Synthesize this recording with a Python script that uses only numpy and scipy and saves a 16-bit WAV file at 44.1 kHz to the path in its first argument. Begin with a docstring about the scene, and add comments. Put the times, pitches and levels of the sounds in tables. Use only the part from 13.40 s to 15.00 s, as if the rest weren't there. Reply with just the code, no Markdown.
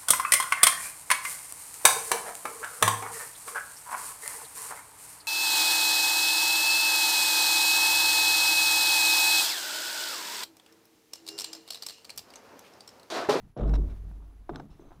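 """A hand shoves a carpet edge down in a corner: the floor shakes as noise in resonances, led by a judder,
and a steel radiator panel booms, a swelling 50 Hz sine with a noisy second mode.
A flat tool knocks, clicks and rings as decaying sines; its ticks and its scuff on the pile are shaped noise.
Behind them a microphone adds hiss, motor chatter, a thin wavering whine and low rumble from slow pushes."""
import sys
import numpy as np
from scipy.fft import rfft, irfft, next_fast_len
from scipy.io import wavfile
from scipy.ndimage import map_coordinates

SR = 44100
rng = np.random.default_rng(int(sys.argv[2]) if len(sys.argv) > 2 else 0)


def dump(signal):
    """Clip the signal to [-1, 1] and save it as 16-bit WAV at the path in sys.argv[1]."""
    limited = np.clip(np.atleast_2d(signal).T, -1, 1)
    pcm = np.round(limited * 32767).astype(np.int16)
    wavfile.write(sys.argv[1], SR, pcm)


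N = 70560

# Hiss and chatter gain. Each row: time in seconds, shared gain in dB.
HISS_GAIN = [(0, -85.5), (.09, -84), (.16, -93.5), (.2, -94), (.3, -76), (.55, -79.5), (1, -84),
             (1.17, -82), (1.22, -80), (1.28, -85), (1.38, -80.5), (1.6, -82.5)]
# Hiss spectrum. Each row: frequency in Hz, relative density in dB.
HISS_COLOUR = [(410, -55), (700, 1.5), (1360, -5), (2320, -10), (8080, -19.5), (15700, -20.5)]
# Whine. Each row: time in seconds, mean level in dB.
WHINE_LEVEL = [(0, -88.5), (.5, -82), (1.06, -86), (1.11, -86), (1.6, -91)]
# Slow pushes on the microphone. Each row: time in seconds, level in dB.
SWAY_LEVEL = [(0, -50.5), (.05, -51), (.12, -55), (.17, -79), (.22, -34), (1.05, -57), (1.15, -43.5),
              (1.26, -64), (1.32, -46), (1.38, -61.5), (1.48, -50.5), (1.6, -61)]

# Rubbing on the pile. Each row: time in seconds, level in dB.
SCUFF_LEVEL = [(.06, -81), (.11, -97), (.158, -88), (.17, -54), (.205, -48.5), (.3, -51), (.325, -54),
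               (.37, -56.5), (.44, -65), (.51, -64.5), (.56, -75.5), (.85, -72.5), (1.08, -87),
               (1.1, -48.5), (1.12, -66), (1.15, -45.5), (1.21, -60), (1.28, -73.5), (1.33, -70.5),
               (1.38, -82), (1.41, -66.5), (1.47, -65.5), (1.52, -62.5), (1.6, -72.5)]
# Scuff spectrum. Each row: frequency in Hz, relative density in dB.
PILE_COLOUR = [(500, -0.5), (800, 7.5), (1300, 2.5), (1600, -9), (2300, -19.5), (3800, -14.5), (4500, -28),
               (7000, -31), (10000, -45)]
# Tool ticks. Each row: start in seconds, bright level in dB, t60 in seconds, dull part in dB re bright.
TICKS = [(0.173, -50.5, 0.025, -11), (0.193, -54, 0.026, 12), (0.293, -45, 0.02, 8),
         (0.332, -49.5, 0.033, 4), (0.338, -39, 0.031, 5), (0.351, -38, 0.037, 5),
         (0.494, -57.5, 0.12, 8.5), (1.196, -50, 0.023, 9.5), (1.298, -58.5, 0.2, -3)]
# Bright part of a tick. Each row: frequency in Hz, relative density in dB.
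GRIT_COLOUR = [(2200, -25), (2700, 0), (3200, -10.5), (3900, -0.5), (4600, -15.5), (5400, -3), (6300, -16),
               (9000, -20), (15700, -32)]
# Dull part of a tick. Each row: frequency in Hz, relative density in dB.
DULL_COLOUR = [(600, -4.5), (1450, -5.5), (1900, -11.5), (2400, -11.5)]
# Steel blade rings. Each row: start in seconds, level in dB.
PINGS = [(1.161, -62.5), (1.32, -78), (1.402, -75), (1.455, -75), (1.49, -75)]
# Blade modes. Each row: frequency in Hz, mean relative level in dB, t60 in seconds.
BLADE_MODES = [(3975, -3, .07), (6212, 0, .16)]
# Hard tool edge meets the board. Each row: start in seconds, level in dB.
CLICKS = [(.279, -48), (1.095, -48), (1.1578, -46), (1.159, -32.5), (1.199, -53)]
# Click modes. Each row: frequency in Hz, mean relative level in dB, t60 in seconds.
EDGE_MODES = [(1460, 2, .013), (3620, -4, .009), (4020, -9, .014), (5360, -6, .011), (7900, -15, .008),
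              (9400, -23, .006), (11400, -23, .005), (14000, -29, .005)]
# Knocks on the skirting board. Each row: start in seconds, level in dB, fleshy part in dB re that level.
KNOCKS = [(.336, -34.5, -10), (.713, -52, -20), (1.093, -29, 4.5), (1.135, -41, -12), (1.1987, -38.5, 0),
          (1.2012, -39, 0), (1.395, -52.5, 20), (1.507, -51.5, 11.5), (1.518, -49, -15)]
# Skirting board modes. Each row: frequency in Hz, mean relative level in dB, t60 in seconds.
BOARD_MODES = [(711, 1.5, 0.022), (852, 6.5, 0.01), (1552, -3, 0.014), (1944, -8.5, 0.0092)]
# Pile and underlay modes. Each row: frequency in Hz, mean relative level in dB, t60 in seconds.
PAD_MODES = [(283, -9.5, 0.021), (334, -3, 0.043)]

# Lowest panel mode. Each row: time in seconds, level in dB.
BOOM_LEVEL = [(.195, -35), (.215, -30), (.26, -24), (.35, -20.5), (.44, -26), (.49, -35), (.6, -38.5),
              (.71, -40.5), (.84, -43), (.93, -49), (1.02, -47.5), (1.09, -63)]
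# Floor shaking. Each row: time in seconds, low-mode level in dB, upper-mode level in dB.
SHAKE_LEVELS = [(0, -59.5, -79), (.06, -59, -64.5), (.12, -64, -75.5), (.163, -75, -78), (.168, -40.5, -46),
                (.2, -38.5, -41), (.235, -31.5, -34.5), (.265, -36.5, -36), (.3, -34, -43.5),
                (.36, -44, -36), (.41, -36, -46), (.45, -50.5, -46), (.495, -49, -52.5),
                (.54, -48.5, -53.5), (.57, -53, -65.5), (.72, -52, -59), (.8, -61, -63.5), (1.09, -70, -71),
                (1.098, -54, -42.5), (1.136, -42.5, -45), (1.21, -47.5, -47.5), (1.28, -58, -63.5),
                (1.37, -61.5, -65.5), (1.43, -62, -56), (1.52, -62.5, -62.5), (1.6, -60.5, -67)]
# Low floor modes. Each row: frequency in Hz, width in Hz, relative gain in dB.
LOW_MODES = [(123.4, 19, -4), (149.2, 14.1, 0), (165.2, 19, -2), (213, 25.6, -5)]
# Upper floor modes. Each row: frequency in Hz, width in Hz, relative gain in dB.
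UPPER_MODES = [(251.5, 42.4, -1.5), (297.5, 21.5, 2), (347, 19.6, -2.5), (417.5, 42.4, -1.5),
               (471, 91, -6.5), (632, 116, -6), (717, 94, -10)]
# The backing judders as the shove begins. Each row: time in seconds, level in dB.
JUDDER_LEVEL = [(.165, -41), (.2, -37.5), (.24, -49), (.3, -51)]

HISS_DB, CHATTER_DB = 11, -8  # re the shared gain
CHATTER_HZ, CHATTER_WIDTH_HZ, PULSES_PER_S = 6050, 300, 59
WHINE_HZ, TOP_HZ = 11130, 15770
BOOM_HZ = 50
SECOND_HZ, SECOND_WIDTH_HZ, SECOND_DB = 86.7, 9.7, 1.1  # width per pass of two; dB re low floor modes
JUDDER_HZ, JUDDER_WIDTH_HZ = 514, 246  # width per pass of two


def amp(db):
    """Amplitude of a level in dB."""
    return 10 ** (np.asarray(db) / 20)


def unit(x):
    """Scale to rms 1."""
    return x / np.sqrt(np.mean(x ** 2) + 1e-20)


def clock_s():
    """Time of each sample in seconds."""
    return np.arange(N) / SR


def curves(rows):
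    """One value per sample for each column after the time."""
    time_s, *columns = np.transpose(rows)
    return [np.interp(clock_s(), time_s, column) for column in columns]


def wobble(knots_per_s):
    """Smooth random curve through normal knots."""
    knots = rng.standard_normal(int(N * knots_per_s / SR) + 4)
    return map_coordinates(knots, [np.arange(N) * knots_per_s / SR])


def filtered(x, response):
    """Apply a complex response of frequency, zero-padded."""
    size = next_fast_len(N + SR // 2)
    spectrum = rfft(x, size) * response(np.fft.rfftfreq(size, 1 / SR))
    return irfft(spectrum, size)[..., :N]


def colour(points):
    """Gain through (Hz, dB) points over log frequency, -120 dB outside them."""
    points_hz, db = np.transpose(points)
    return lambda hz: amp(np.interp(np.log(hz + 1), np.log(points_hz + 1), db, -120, -120))


def resonances(peaks):
    """Causal sum of second-order resonances of alternating sign."""
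    def response(f):
        total = 0
        for k, (hz, width_hz, db) in enumerate(peaks):
            damping = 1j * f * width_hz
            total = total + (-1) ** k * amp(db) * damping / (hz * hz - f * f + damping)
        return total
    return response


def noise(response, rough_db=0, knots_per_s=100):
    """Noise made lumpy by a random gain, filtered, rms 1."""
    lumpy = rng.standard_normal(N) * amp(rough_db * wobble(knots_per_s))
    return unit(filtered(lumpy, response))


def strikes(events, modes, attack_s):
    """Each blow rings the same decaying modes at fresh random levels."""
    out, t = np.zeros(N + SR), np.arange(SR // 3) / SR
    attack = 1 - np.exp(-(t / attack_s) ** 2)
    spread_db = 2 * rng.standard_normal((len(events), len(modes)))
    for (start_s, db), offsets_db in zip(events, spread_db):
        ring = 0
        for (hz, mode_db, t60_s), offset_db in zip(modes, offsets_db):
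            decay = amp(mode_db + offset_db - 60 * t / t60_s)
            ring = ring + decay * np.sin(2 * np.pi * hz * t)
        out[round(start_s * SR):][:len(t)] += amp(db) * ring * attack
    return out[:N]


def hiss_and_chatter():
    """Coloured hiss and pulsed resonant motor noise rise and sink on one gain curve."""
    pulses = np.exp(3 * np.cos(2 * np.pi * PULSES_PER_S * clock_s()))
    buzz = noise(resonances([(CHATTER_HZ, CHATTER_WIDTH_HZ, 0)]))
    chatter = amp(CHATTER_DB) * unit(pulses * buzz)
    hiss = amp(HISS_DB) * noise(colour(HISS_COLOUR), rough_db=.8, knots_per_s=30)
    return amp(curves(HISS_GAIN)[0]) * (hiss + chatter)


def whine():
    """Thin sine, wavering in level and phase."""
    level_db = curves(WHINE_LEVEL)[0] + 2 * wobble(70)
    phase = 2 * np.pi * WHINE_HZ * clock_s() + .5 * wobble(50)
    return np.sqrt(2) * amp(level_db) * np.sin(phase)


def microphone_sway():
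    """Slow pushes rock the microphone: noise at 10 to 130 Hz."""
    rumble = noise(colour([(10, -5.0), (30, -8), (100, -16), (130, -38.0)]))
    return amp(curves(SWAY_LEVEL)[0]) * rumble


def scuff():
    """Rubbing on the pile: lumpy coloured noise."""
    return amp(curves(SCUFF_LEVEL)[0]) * noise(colour(PILE_COLOUR), rough_db=3.5, knots_per_s=140)


def tool_ticks():
    """Gritty contacts: short decays of bright and dull noise."""
    bright, dull = np.zeros(N), np.zeros(N)
    for start_s, db, t60_s, dull_db in TICKS:
        age = np.clip(clock_s() - start_s, 0, None) / t60_s
        envelope = amp(db - 60 * age) * (1 - np.exp(-age / 0.14))
        bright += envelope
        dull += amp(dull_db) * envelope
    grit = bright * noise(colour(GRIT_COLOUR), rough_db=1.5, knots_per_s=780)
    return grit + dull * noise(colour(DULL_COLOUR), rough_db=1.5, knots_per_s=190)


def blade_pings():
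    """Steel modes ring; the grip damps them unevenly."""
    return amp(4.5 * wobble(150)) * strikes(PINGS, BLADE_MODES, attack_s=0.00092)


def tool_knocks():
    """Blows ring the board, with fleshy thuds in pile and underlay and clicks of the tool's hard edge."""
    board = -strikes([(s, db) for s, db, _ in KNOCKS], BOARD_MODES, attack_s=.0006)  # inverted polarity
    thuds = strikes([(s, db + soft_db) for s, db, soft_db in KNOCKS], PAD_MODES, attack_s=0.0028)
    clicks = strikes(CLICKS, EDGE_MODES, attack_s=0.00031)
    return board + thuds + clicks


def radiator():
    """Lowest panel mode swells after the shove and dies slowly; a noisy second mode follows the floor."""
    start_s, end_s = BOOM_LEVEL[0][0], BOOM_LEVEL[-1][0]
    t = clock_s()
    fade = np.clip((t - start_s) / .01, 0, 1) * np.clip((end_s - t) / .02, 0, 1)
    boom = np.sqrt(2) * amp(curves(BOOM_LEVEL)[0]) * np.sin(2 * np.pi * BOOM_HZ * (t - start_s))
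    mode = resonances([(SECOND_HZ, SECOND_WIDTH_HZ, 0)])
    second = amp(curves(SHAKE_LEVELS)[0] + SECOND_DB) * noise(lambda f: mode(f) ** 2)
    return fade * (boom + second)


def judder():
    """Backing judders at the start of the shove: noise through one resonance twice."""
    begun = np.clip((clock_s() - JUDDER_LEVEL[0][0]) / .002, 0, 1)
    mode = resonances([(JUDDER_HZ, JUDDER_WIDTH_HZ, 0)])
    level_db = curves(JUDDER_LEVEL + [(.4, -100)])[0]  # dies away by 0.4 s
    return begun * amp(level_db) * noise(lambda f: mode(f) ** 2)


def floor():
    """Boards shaken by the hand: lumpy noise in low and upper resonances."""
    def steep(peaks, half_gain_hz):
        modes = resonances(peaks)
        return lambda f: modes(f) / (1 + (f / half_gain_hz) ** 4)

    low_db, upper_db = curves(SHAKE_LEVELS)
    low = amp(low_db) * noise(steep(LOW_MODES, 218), rough_db=3.05, knots_per_s=30)
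    upper = amp(upper_db) * noise(steep(UPPER_MODES, 620), rough_db=1.54, knots_per_s=80.62)
    return low + upper


def scene():
    """Sum of all sources, the same in both channels."""
    background = hiss_and_chatter() + whine() + microphone_sway()
    tool = scuff() + tool_ticks() + blade_pings() + tool_knocks()
    shove = radiator() + judder() + floor()
    mono = background + tool + shove
    return np.array([mono, mono])


def record(dry):
    """Nothing passes above the band limit."""
    return filtered(dry, lambda hz: hz < TOP_HZ)


dry = scene()
out = record(dry)
dump(out)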